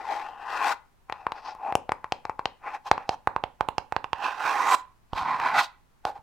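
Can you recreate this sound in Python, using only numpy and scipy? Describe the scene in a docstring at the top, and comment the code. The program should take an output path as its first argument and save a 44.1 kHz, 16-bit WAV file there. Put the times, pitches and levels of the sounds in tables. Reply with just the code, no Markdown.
"""Light, hollow taps and dry scratches of fingernails on a small cardboard box, moving from left to right.
Each tap is a blow of damped rings: the lid, a knock, a stiff wall and the nail; the box recoils in the hand.
Scratches, brushes and skids drive lid, walls and nail with a dense stream of random slips; a few snags tick.
Soft low hand bumps and finger rubs join them, with short room echoes and faint room noise behind."""
import sys
import numpy as np
from scipy import signal
from scipy.fft import rfft, irfft, next_fast_len
from scipy.io import wavfile

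SR = 44100
rng = np.random.default_rng(int(sys.argv[2]) if len(sys.argv) > 2 else 0)


def generate_wav(sig):
    """Save sig (samples, or channels by samples) to the path in sys.argv[1] as 16-bit PCM at SR."""
    pcm = np.round(np.clip(np.atleast_2d(sig).T, -1, 1) * 32767).astype(np.int16)
    wavfile.write(sys.argv[1], SR, pcm)


N = 274302   # length in samples
AGE = np.arange(4096) / SR   # seconds since a blow

# nail taps: (t/s, lid level/dB, lid f/Hz, knock level/dB re lid, wall level/dB re lid,
#             nail tick level/dB re lid, nail f/Hz, wall f/Hz)
TAPS = [(1.098, -20.1, 851, 4, -4, -46, 8100.0, 2510), (1.1243, -18.5, 830, 1.2, -15.5, 3.5, 3230, 3430),
        (1.2671, -14, 933, 4.5, -2, -21, 4840, 2640), (1.3202, -19, 880, 2, -19, 0.8, 3480, 2840.0),
        (1.7243, -14.2, 810, 5, 3, -34, 8500.0, 2020), (1.7534, -4, 793, -11, -5, -12.5, 5550, 2740),
        (1.893, -12, 776, -0.5, -2.5, -16, 3300, 2130), (1.9196, -11, 896, 6.5, 3.5, -14.8, 5340, 2220.0),
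        (2.0432, -21.5, 917, 5, -3, -19, 3060.0, 2500.0),
        (2.1222, -10.5, 785, -1.7, -0.5, -5.9, 4190.0, 3010),
        (2.2527, -18.5, 846, 1, -5, -7.5, 3990.0, 2530), (2.296, -15, 862, 0.2, -7, -15.5, 3860.0, 2500.0),
        (2.3931, -18.5, 920, -0.5, -8, -17, 4800, 1910), (2.4564, -11, 809, 1, -2, -3.5, 3920, 2950),
        (2.914, 0.3, 825, 0.1, -13, -4.5, 3680, 2650), (2.979, -20, 915, 2, -1.5, -15, 4130, 2660.0),
        (3.0923, -9.0, 767, -6, -4, -5, 4160.0, 2860), (3.2734, -5.5, 850, 0, -16.5, -27, 4400, 2940),
        (3.363, -11.5, 890, -1.5, -7.5, -37, 7960, 2810), (3.4384, -11, 807, -3.5, -13, -1, 2960, 2870),
        (3.6086, -7.5, 849, 0.5, -9.5, -8.5, 2970, 2540), (3.687, -13.5, 893, -10, -0.5, -18, 5780.0, 2800),
        (3.7819, -11, 830, -3.5, -2.5, -7.5, 4380, 2850), (3.9235, -13.5, 818, 0, -26, -46, 7900, 2880.0),
        (3.9644, -9.5, 862, -1.5, -8, -9, 3700, 2860.0), (4.043, -19.8, 900, 3, 1.9, -19, 4420.0, 2820.0),
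        (4.1314, -13, 898, 0.5, -36, 7, 2900, 2850), (5.1332, -18.5, 894, -21, -6.5, -20, 3560, 2940.0),
        (5.3999, -20.5, 943, 10, -9.5, -35, 6750.0, 3150.0), (6.0523, -11, 759, 5.5, -2, -4.5, 3890, 1873)]
# where the nails play: (t/s, favoured lid f/Hz, left over right level/dB, hollow box rub level/dB re lid)
PLACE = [(0, 790, 4.5, -11), (0.552, 986, 5, -14.5), (1.6, 811, 3, -15), (2.72, 966, 2, -13),
         (3.099, 784, -2.5, -16), (3.6, 851, -6.5, -18), (4.45, 1028, -5.5, -12), (5.3, 1050, -2, -18),
         (6.22, 790, -2, -13)]
# the lower and the upper lid mode: (f/Hz, width/Hz)
LID_LOW = (846, 110)
LID_HIGH = (1033, 120)
# upper mode in a tap: level when the lid is struck at the lower mode's pitch, and growth on stiffer, higher spots
UPPER_MODE_DB, UPPER_MODE_DB_PER_HZ = -12.5, 0.1346
# the box pushed against the hand, re lid; both parts grow slightly with the lid pitch
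SHOVE_DB, RECOIL_DB, SHOVE_DB_PER_HZ = -15, -13.5, 0.0012


def taps():
    """A nail dents the card: knock, lid, wall and nail ring as damped modes, and the box is shoved at the hand."""
    out = np.zeros((2, N))
    place_s, _, place_db, _ = np.transpose(PLACE)
    for s, level_db, lid_hz, knock_db, wall_db, tick_db, nail_hz, wall_hz in TAPS:
        stiffer_hz = lid_hz - LID_LOW[0]
        upper_db = UPPER_MODE_DB + UPPER_MODE_DB_PER_HZ * stiffer_hz
        push_db = SHOVE_DB_PER_HZ * stiffer_hz

        lid = ring(lid_hz, width_hz=138) + from_db(upper_db) * ring(*LID_HIGH)
        lid = cut(lid, hz=207, kind="high", order=1)
        shove = from_db(SHOVE_DB + push_db) * ring(hz=544, width_hz=190)
        body = cut(lid + shove, hz=4400, kind="low")

        # the held box recoils slowly, further to the right than the tap
        recoil = cut(ring(hz=108, width_hz=200), hz=61, kind="high")
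        recoil = from_db(RECOIL_DB + push_db) * recoil * panned(pan_db=-13.5)
        knock = from_db(knock_db) * ring(hz=1660, width_hz=1210)
        wall = from_db(wall_db) * ring(wall_hz, width_hz=685)

        # one sharp spike and a brief ring
        nail = 1.8 * (AGE == 0) + ring(nail_hz, width_hz=1300, wave=np.cos)
        # the nail flexes and touches again within a millisecond, notching the tick
        nail = nail + 0.13 * np.roll(nail, round(0.0004 * SR))
        nail = cut(nail, hz=2770, kind="high", order=1)
        # the higher the nail's pitch, the further up its tick reaches
        tick = from_db(tick_db) * cut(nail, nail_hz ** 2 / 2900, "low", order=4)

        blow = scattered(body - knock + wall + tick, above_hz=1600, share_db=-4.5)
        pan = panned(np.interp(s, place_s, place_db))
        add(out, s, -from_db(level_db) * (blow + recoil) * pan)
    return out


def scattered(blow, above_hz, share_db):
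    """The treble of a blow scatters briefly through the card, differently to each port."""
    tails = rng.standard_normal((2, len(AGE))) * np.exp(-AGE / 0.0031)
    tails /= np.linalg.norm(tails, axis=1, keepdims=True)
    treble = cut(blow, above_hz, "high")
    return blow + from_db(share_db) * signal.fftconvolve(treble[None], tails, axes=-1)[:, :len(AGE)]


# resonances of the box walls: (f/Hz, width/Hz, level/dB)
WALLS = [(1220, 500, 8), (1416, 140, 7.5), (1820, 1500, -9.5)]
# resonances of the nail on the card: (f/Hz, width/Hz, level/dB)
NAIL = [(4030, 740, -2), (5150, 1600, 8.5), (6400, 400, -9), (7800, 780, -4.5), (8900, 200, -8.5),
        (12600, 1800, -6.5)]
# the grip of the holding hand tunes one wall: (t/s, wall f/Hz, its ring level/dB re rasp)
GRIP = [(0.2, 2040, -4), (0.3, 3130, -7), (0.72, 2097, -12), (1.1, 2425, -6), (2.722, 2263, -8.5),
        (4.281, 2790, -5.5), (4.55, 2170, -14), (5.2, 2123, -11.5)]
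# the nail's angle sets its free edge and its top: (t/s, edge f/Hz, ring level/dB re hiss, top modes gain/dB)
TILT = [(0.1, 5030, -14, 0), (0.55, 4900, -3, 4), (0.7, 4500, -21, 4.5), (1.48, 5160, 4.5, -6.5),
        (1.7, 5200, -13.5, 5), (3.1, 5920, -4.5, 0.5), (4.25, 5110, -17, -1), (4.62, 5920, -2, 5.5),
        (4.75, 7800, 0.5, 7), (5.2, 4230, -3.5, 0), (6.1, 4566, -7, 5.5)]
WANDER_HZ = 59.7   # spread of the favoured lid pitch as the nails change place
CATCHES_PER_S, CATCH_DB = 69, -11.5   # sparser snags on coarser fibres, level re the main slips
PORTS_DB = 0.7   # spread of each mode's level, opposite at the two ports


def scratches():
    """Sliding nails drive lid, walls and nail; place, grip and tilt pick what rings."""
    level_db, rasp_db, hiss_db = sliding()
    favoured_hz, pan_db, hollow_db = in_time(PLACE)
    wall_hz, wall_db = in_time(GRIP)
    edge_hz, edge_db, top_db = in_time(TILT)

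    catches = from_db(CATCH_DB) * slips(per_s=CATCHES_PER_S, size_db=1.5)
    force = slips(per_s=2100, size_db=1.5) + catches
    second_nail = slips(per_s=2600, size_db=3.5)
    apart = slips(per_s=2400, size_db=6.0)   # feeds the difference between the ports

    # a higher favoured pitch hands power from the lower to the upper lid mode
    upper = np.clip((favoured_hz + WANDER_HZ * drift(rate=20) - 790) / 290, 0.05, 0.9)
    low_mode = np.sqrt(1 - upper) * driven(force, ring(*LID_LOW))
    high_mode = np.sqrt(upper) * driven(second_nail, ring(*LID_HIGH))
    lid_side = driven(apart, ring(hz=900, width_hz=500))
    lid = stereo(rms_one(low_mode + high_mode), lid_side, side_db=-16.0)
    lid = cut(lid, hz=1940, kind="low")
    lid = rms_one(cut(lid, hz=570, kind="high", order=3))
    hollow = rms_one(cut(stereo(second_nail, apart, side_db=-9.5), hz=[250, 520], kind="band"))
    lid = lid + from_db(hollow_db) * hollow

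    # the many close modes of the card ripple the treble
    rippled = driven(force, smear(share_db=-9, decay_s=.005))
    on_walls = stereo(rippled, apart, side_db=-28.0)
    on_nail = stereo(rippled, apart, side_db=-7.0)

    walls = driven(on_walls, modal(WALLS, edges_hz=[1000, 2700], ports_db=PORTS_DB))
    walls = hand_echo(cut(walls, hz=2550, kind="low", order=8))
    walls = walls + from_db(wall_db) * gliding(on_walls, wall_hz, width_hz=450)

    hiss = driven(on_nail, modal(NAIL, edges_hz=[3000, 15000], ports_db=PORTS_DB))
    # the nail's angle lifts or lowers its highest modes
    top = signal.sosfiltfilt(signal.butter(6, 6700, "high", fs=SR, output="sos"), hiss)
    hiss = hand_echo(hiss + top * (from_db(top_db) - 1))
    edge_force = stereo(second_nail, apart, side_db=-19.5)
    hiss = hiss + from_db(edge_db) * gliding(edge_force, edge_hz, width_hz=1200)

    # sticking and slipping make rasp and hiss flutter together
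    flutter = from_db(1.3 * drift(rate=180))
    # each nail tilts as it slides, so rasp and hiss swell on their own
    walls = walls * flutter * from_db(1.0 * drift(rate=44))
    hiss = hiss * flutter * from_db(0.88 * drift(rate=33))

    pressure = from_db(level_db + 0.26 * drift(rate=110))   # the pressure of the nail is unsteady
    mix = from_db(-1.5) * lid + from_db(rasp_db - 9.0) * walls + from_db(hiss_db - 4.5) * hiss
    return pressure * mix * panned(pan_db)


# three long scratches, one curve each, before the mix trims in scratches():
# (t/s, lid level/dB, wall rasp level/dB re lid, nail hiss level/dB re lid)
SCRATCHES = [
    [(0.0, -37, -7.5, -21.5), (0.068, -38, -1.5, -13), (0.122, -23, -10.5, -21.5), (0.136, -31, -3, -11.5),
     (0.37, -44, 0, -25.5), (0.545, -31.5, 8, -13.5), (0.615, -27, 2, -16.5), (0.66, -21, 0.5, -13),
     (0.724, -26, 3, -11.5), (0.75, -42.5, -7, -15)],
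    [(4.15, -49, 3, -15), (4.25, -24.5, 2.5, -13.5), (4.356, -40, 6, -12), (4.475, -25, 6, -11),
     (4.56, -26.5, 1, -16), (4.68, -23.5, 3.5, -13.5), (4.748, -17.5, 2.5, -10), (4.758, -39.5, -15, -4.5),
     (4.8, -60, 5, 9.5)],
    [(5.15, -39, -2.5, -12), (5.18, -25, -2.5, -16), (5.243, -30, -7.5, -21), (5.258, -27, -0.5, -22.5),
     (5.322, -25, -1.5, -23.5), (5.385, -31, -3.5, -20.5), (5.472, -21.5, 2.5, -18.5),
     (5.512, -30.5, 5, -20), (5.546, -23, 3, -18.5), (5.598, -20, 7.5, -6.5), (5.65, -38, -3.5, -1.5)],
]
LIFT_DB_PER_S = 697   # fade as the nails meet or leave the card
# short brushes of the nails, before the same trims:
# (peak t/s, swell t/s, fade t/s, lid level/dB, wall rasp level/dB re lid, nail hiss level/dB re lid)
BRUSHES = [(1.17, 0.046, 0.23, -45.5, -1.5, -23), (1.38, 0.045, 0.034, -38, -0.5, -18.5),
           (1.485, 0.055, 0.056, -33.5, -4, -16), (1.69, 0.083, 0.038, -26.5, -9.5, -33),
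           (2.674, 0.039, 0.037, -31, 2.5, -24.5), (2.756, 0.058, 0.019, -34, 1.5, -20),
           (2.872, 0.018, 0.021, -30, -5, -13.5), (3.006, 0.024, 0.056, -39, -1, -27),
           (3.136, 0.048, 0.017, -32.5, -7.5, -16.5), (6.069, 0.015, 0.044, -26, -9, -21.5),
           (6.16, 0.019, 0.037, -39.5, -10, -25)]
BRUSH_DEPTH_DB, BRUSH_SHAPE = 13.5, 1.52   # drop over one swell or fade time; 1 = pointed, 2 = rounded
# a faint nail skid peaks just after every tap: its delay, then swell, fade and levels as in a brush
SKID_DELAY_S, SKID_SWELL_S, SKID_FADE_S = 0.0083, 0.019, 0.025
SKID_DB, SKID_RASP_DB, SKID_HISS_DB = -44, -1.5, -26.5


def sliding():
    """Add the power of all strokes: lid level, and rasp and hiss re lid, in dB sample by sample."""
    t = np.arange(0, N / SR, .001)
    strokes = []
    for curve in SCRATCHES:
        s, *columns = np.transpose(curve)
        level_db, rasp_db, hiss_db = [np.interp(t, s, c) for c in columns]
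        lifted_s = np.abs(t - np.clip(t, s[0], s[-1]))   # time outside the stroke
        strokes.append((level_db - LIFT_DB_PER_S * lifted_s, rasp_db, hiss_db))
    skids = [(s + SKID_DELAY_S, SKID_SWELL_S, SKID_FADE_S, SKID_DB, SKID_RASP_DB, SKID_HISS_DB)
             for s, *_ in TAPS]
    for s, swell_s, fade_s, level_db, rasp_db, hiss_db in BRUSHES + skids:
        away = np.abs((t - s) / np.where(t < s, swell_s, fade_s))
        strokes.append((level_db - BRUSH_DEPTH_DB * away ** BRUSH_SHAPE, rasp_db, hiss_db))
    power = sum(from_db([level, level + rasp, level + hiss]) ** 2 for level, rasp, hiss in strokes)
    lid_db, walls_db, nail_db = 10 * np.log10(power + 1e-14)
    return in_time(np.transpose([t, lid_db, walls_db - lid_db, nail_db - lid_db]))


# colour of the slips on the grain of the card: (f/Hz, level/dB)
GRAIN = [(60, -11), (200, -6.5), (400, -3), (800, 15), (1300, 3.5), (2000, 5.5), (3000, 3.5), (5000, -10.5),
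         (16000, -20)]


def slips(per_s, size_db):
    """The nail catches and lets go of paper fibres: random clicks of uneven size and either sign; rms 1."""
    sizes = from_db(size_db * np.minimum(rng.exponential(1, N), 4)) * rng.choice([-1, 1], N)
    happens = rng.random(N) < per_s / SR
    return rms_one(coloured(sizes * happens, GRAIN))


# sound bounces between the card and the moving fingers: middle delay, spread of its log, level of the echo
HAND_ECHO_S, HAND_ECHO_SWING, HAND_ECHO_DB = 0.000966, 0.18, -10.5


def hand_echo(x):
    """A reflection off the moving fingers combs the sound with shifting bands."""
    now = np.arange(N)
    lag = SR * HAND_ECHO_S * np.exp(HAND_ECHO_SWING * drift(rate=5.0))
    return x + from_db(HAND_ECHO_DB) * np.array([np.interp(now - lag, now, port) for port in x])


# the nail snags on a coarse spot of the card and lets go: (t/s, level/dB)
SNAGS = [(1.5507, -37.5), (4.185, -39), (4.452, -26), (5.358, -38), (5.387, -40.5)]


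def snags():
    """A snagged nail snaps free: a dry high tick with a ring of the upper lid mode."""
    out = np.zeros((2, N))
    place_s, _, place_db, _ = np.transpose(PLACE)
    tick = cut(ring(hz=4500, width_hz=3500, wave=np.cos), hz=2500, kind="high", order=1)
    tick = tick + from_db(4.5) * ring(*LID_HIGH)
    for s, level_db in SNAGS:
        add(out, s, from_db(level_db) * tick * panned(np.interp(s, place_s, place_db)))
    return out


# the pads of the fingers dragging on the box, before their random swells: (t/s, level/dB)
PADS = [(5.11, -90.5), (5.15, -56.5), (5.6, -49), (5.68, -90.5)]


def pads():
    """Skin drags on the card with a soft, low rub: band-limited noise with an unsteady level."""
    level_db, = in_time(PADS)
    rub = cut(stereo(*rng.standard_normal((2, N)), side_db=-8.5), hz=[120, 280], kind="band")
    return from_db(level_db + 6.2 * drift(rate=26)) * rms_one(rub) * panned(pan_db=-13.5)


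# soft bumps of the hands: (t/s, peak level/dB, mean of both ports)
BUMPS = [(5.129, -25), (5.152, -39), (5.217, -34), (6.188, -46)]


def bumps():
    """Finger pads give slow, dull pushes: a heavily damped low mode of slightly random pitch."""
    out = np.zeros((2, N))
    for s, peak_db in BUMPS:
        push_hz = 62 * np.exp(.15 * rng.standard_normal())
        push = cut(ring(push_hz, width_hz=220), hz=222, kind="low")
        add(out, s, from_db(peak_db) * push / np.abs(push).max() * panned(pan_db=-18.0))
    return out


# time for the room to fall by 60 dB: (f/Hz, decay t/s)
ROOM_T60 = [(200, 0.35), (530, 0.3), (3700, 0.2843), (10000, 0.1)]
# colour of the room echoes: (f/Hz, level/dB)
ROOM_COLOUR = [(400, -15.5), (900, -14.5), (3000, -18)]


def room(x):
    """Echoes of a small furnished room: bands of noise, each dying at its own rate."""
    age = np.arange(SR // 2) / SR
    noise = stereo(*rng.standard_normal((2, len(age))), side_db=-6.0)
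    edges = np.geomspace(60, 17000, 9)
    onset = np.clip((age - .003) / 0.012, 0, 1)
    tail = 0
    for low, high in zip(edges, edges[1:]):
        centre_hz = np.sqrt(low * high)
        fade = from_db(-60 * age / at_hz(ROOM_T60, centre_hz)) * onset
        band = cut(noise, [low, high], "band", order=3)
        tail = tail + from_db(at_hz(ROOM_COLOUR, centre_hz)) * band * fade / np.sqrt(np.sum(fade ** 2))
    return signal.fftconvolve(x, tail, axes=-1)[:, :N]


# colour of the still room, relative: (f/Hz, level/dB)
FLOOR = [(30, -11), (55, -14), (560, -32.5), (889, -28), (3670, -43), (16000, -50.5)]
FLOOR_DB = -62   # rms of the room noise


def still_air():
    """Faint steady room noise, coloured and nearly independent at the two ports."""
    noise = stereo(*rng.standard_normal((2, N)), side_db=-1.5)
    return from_db(FLOOR_DB) * rms_one(coloured(noise, FLOOR))


def ring(hz, width_hz, wave=np.sin):
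    """One damped mode after a blow; a wider resonance dies sooner."""
    return np.exp(-np.pi * abs(width_hz) * AGE) * wave(2 * np.pi * hz * AGE)


def driven(force, response):
    """A body's answer to a running force; rms 1."""
    answer = signal.fftconvolve(np.atleast_2d(force), np.atleast_2d(response), axes=-1)
    return rms_one(answer[:, :N])


def smear(share_db, decay_s):
    """An impulse followed by a short diffuse tail; unit energy."""
    tail = rng.standard_normal(len(AGE)) * np.exp(-AGE / abs(decay_s))
    kernel = from_db(share_db) * tail / np.linalg.norm(tail)
    kernel[0] = 1
    return kernel / np.linalg.norm(kernel)


def modal(modes, edges_hz, ports_db):
    """Response of a set of modes, each heard a little differently by the two ports; peak of the mean 1."""
    chance_db = ports_db * rng.standard_normal(len(modes)) * np.array([[1], [-1]])
    rings = np.array([width * from_db(db) * ring(hz, width, np.cos) for hz, width, db in modes])
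    sound = cut(from_db(chance_db) @ rings, edges_hz, "band", order=2)
    return sound / np.abs(sound.mean(axis=0)).max()


def gliding(force, hz, width_hz):
    """A resonance whose pitch moves: shift it to 0 Hz, low-pass, shift back; rms 1."""
    turn = np.exp(2j * np.pi * np.cumsum(hz) / SR)
    return rms_one((turn * cut(force / turn, abs(width_hz) / 2, "low")).real)


def from_db(db):
    """Decibels to gain."""
    return 10 ** (np.asarray(db) / 20)


def rms_one(x):
    """Scale to unit rms."""
    return x / np.sqrt(np.mean(x ** 2) + 1e-20)


def in_time(rows):
    """The columns of a curve, sample by sample."""
    s, *columns = np.transpose(rows)
    return [np.interp(np.arange(N) / SR, s, c) for c in columns]


def at_hz(points, hz):
    """Read a table on a log-frequency axis."""
    f, value = np.transpose(points)
    return np.interp(np.log(np.maximum(hz, 1)), np.log(f), value)


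def coloured(x, spectrum):
    """Give a sound the colour of an (f/Hz, level/dB) table."""
    size = next_fast_len(x.shape[-1])
    gain = from_db(at_hz(spectrum, np.fft.rfftfreq(size, 1 / SR)))
    return irfft(rfft(x, size) * gain, size)[..., :x.shape[-1]]


def cut(x, hz, kind, order=2):
    """Butterworth filter."""
    sos = signal.butter(order, np.minimum(hz, SR / 2 - 100), kind, fs=SR, output="sos")
    return signal.sosfilt(sos, x)


def drift(rate):
    """A random curve with rms 1, drawn through the given number of points per second."""
    knots = np.arange(N) * rate / SR
    return rms_one(np.interp(knots, np.arange(4096), rng.standard_normal(4096)))


def panned(pan_db):
    """Left and right gains for a level difference; positive leans left, mean gain 1."""
    gains = from_db(np.array([pan_db, -pan_db]) / 2).reshape(2, -1)
    return gains / gains.mean(axis=0)


def stereo(mid, side, side_db):
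    """Two channels from a common part and an opposed part."""
    return mid + from_db(side_db) * side * np.array([[1], [-1]])


def add(out, s, sound):
    """Mix a stereo sound in at a time."""
    start = int(np.clip(round(s * SR), 0, N - 1))
    out[:, start:start + sound.shape[-1]] += sound[:, :N - start]


def scene():
    """The box close up, its room echoes and the room noise."""
    box = taps() + scratches() + snags() + pads() + bumps()
    box = cut(box, hz=41, kind="high", order=3)
    return box + room(box) + still_air()


CUTOFF_HZ = 16200


def record(dry):
    """Peaks are clipped at full scale, then a steep low-pass cuts the top."""
    limited = np.clip(dry, -1, 1)
    return signal.sosfilt(signal.ellip(10, .1, 80, CUTOFF_HZ, fs=SR, output="sos"), limited)


dry = scene()
out = record(dry)
generate_wav(out)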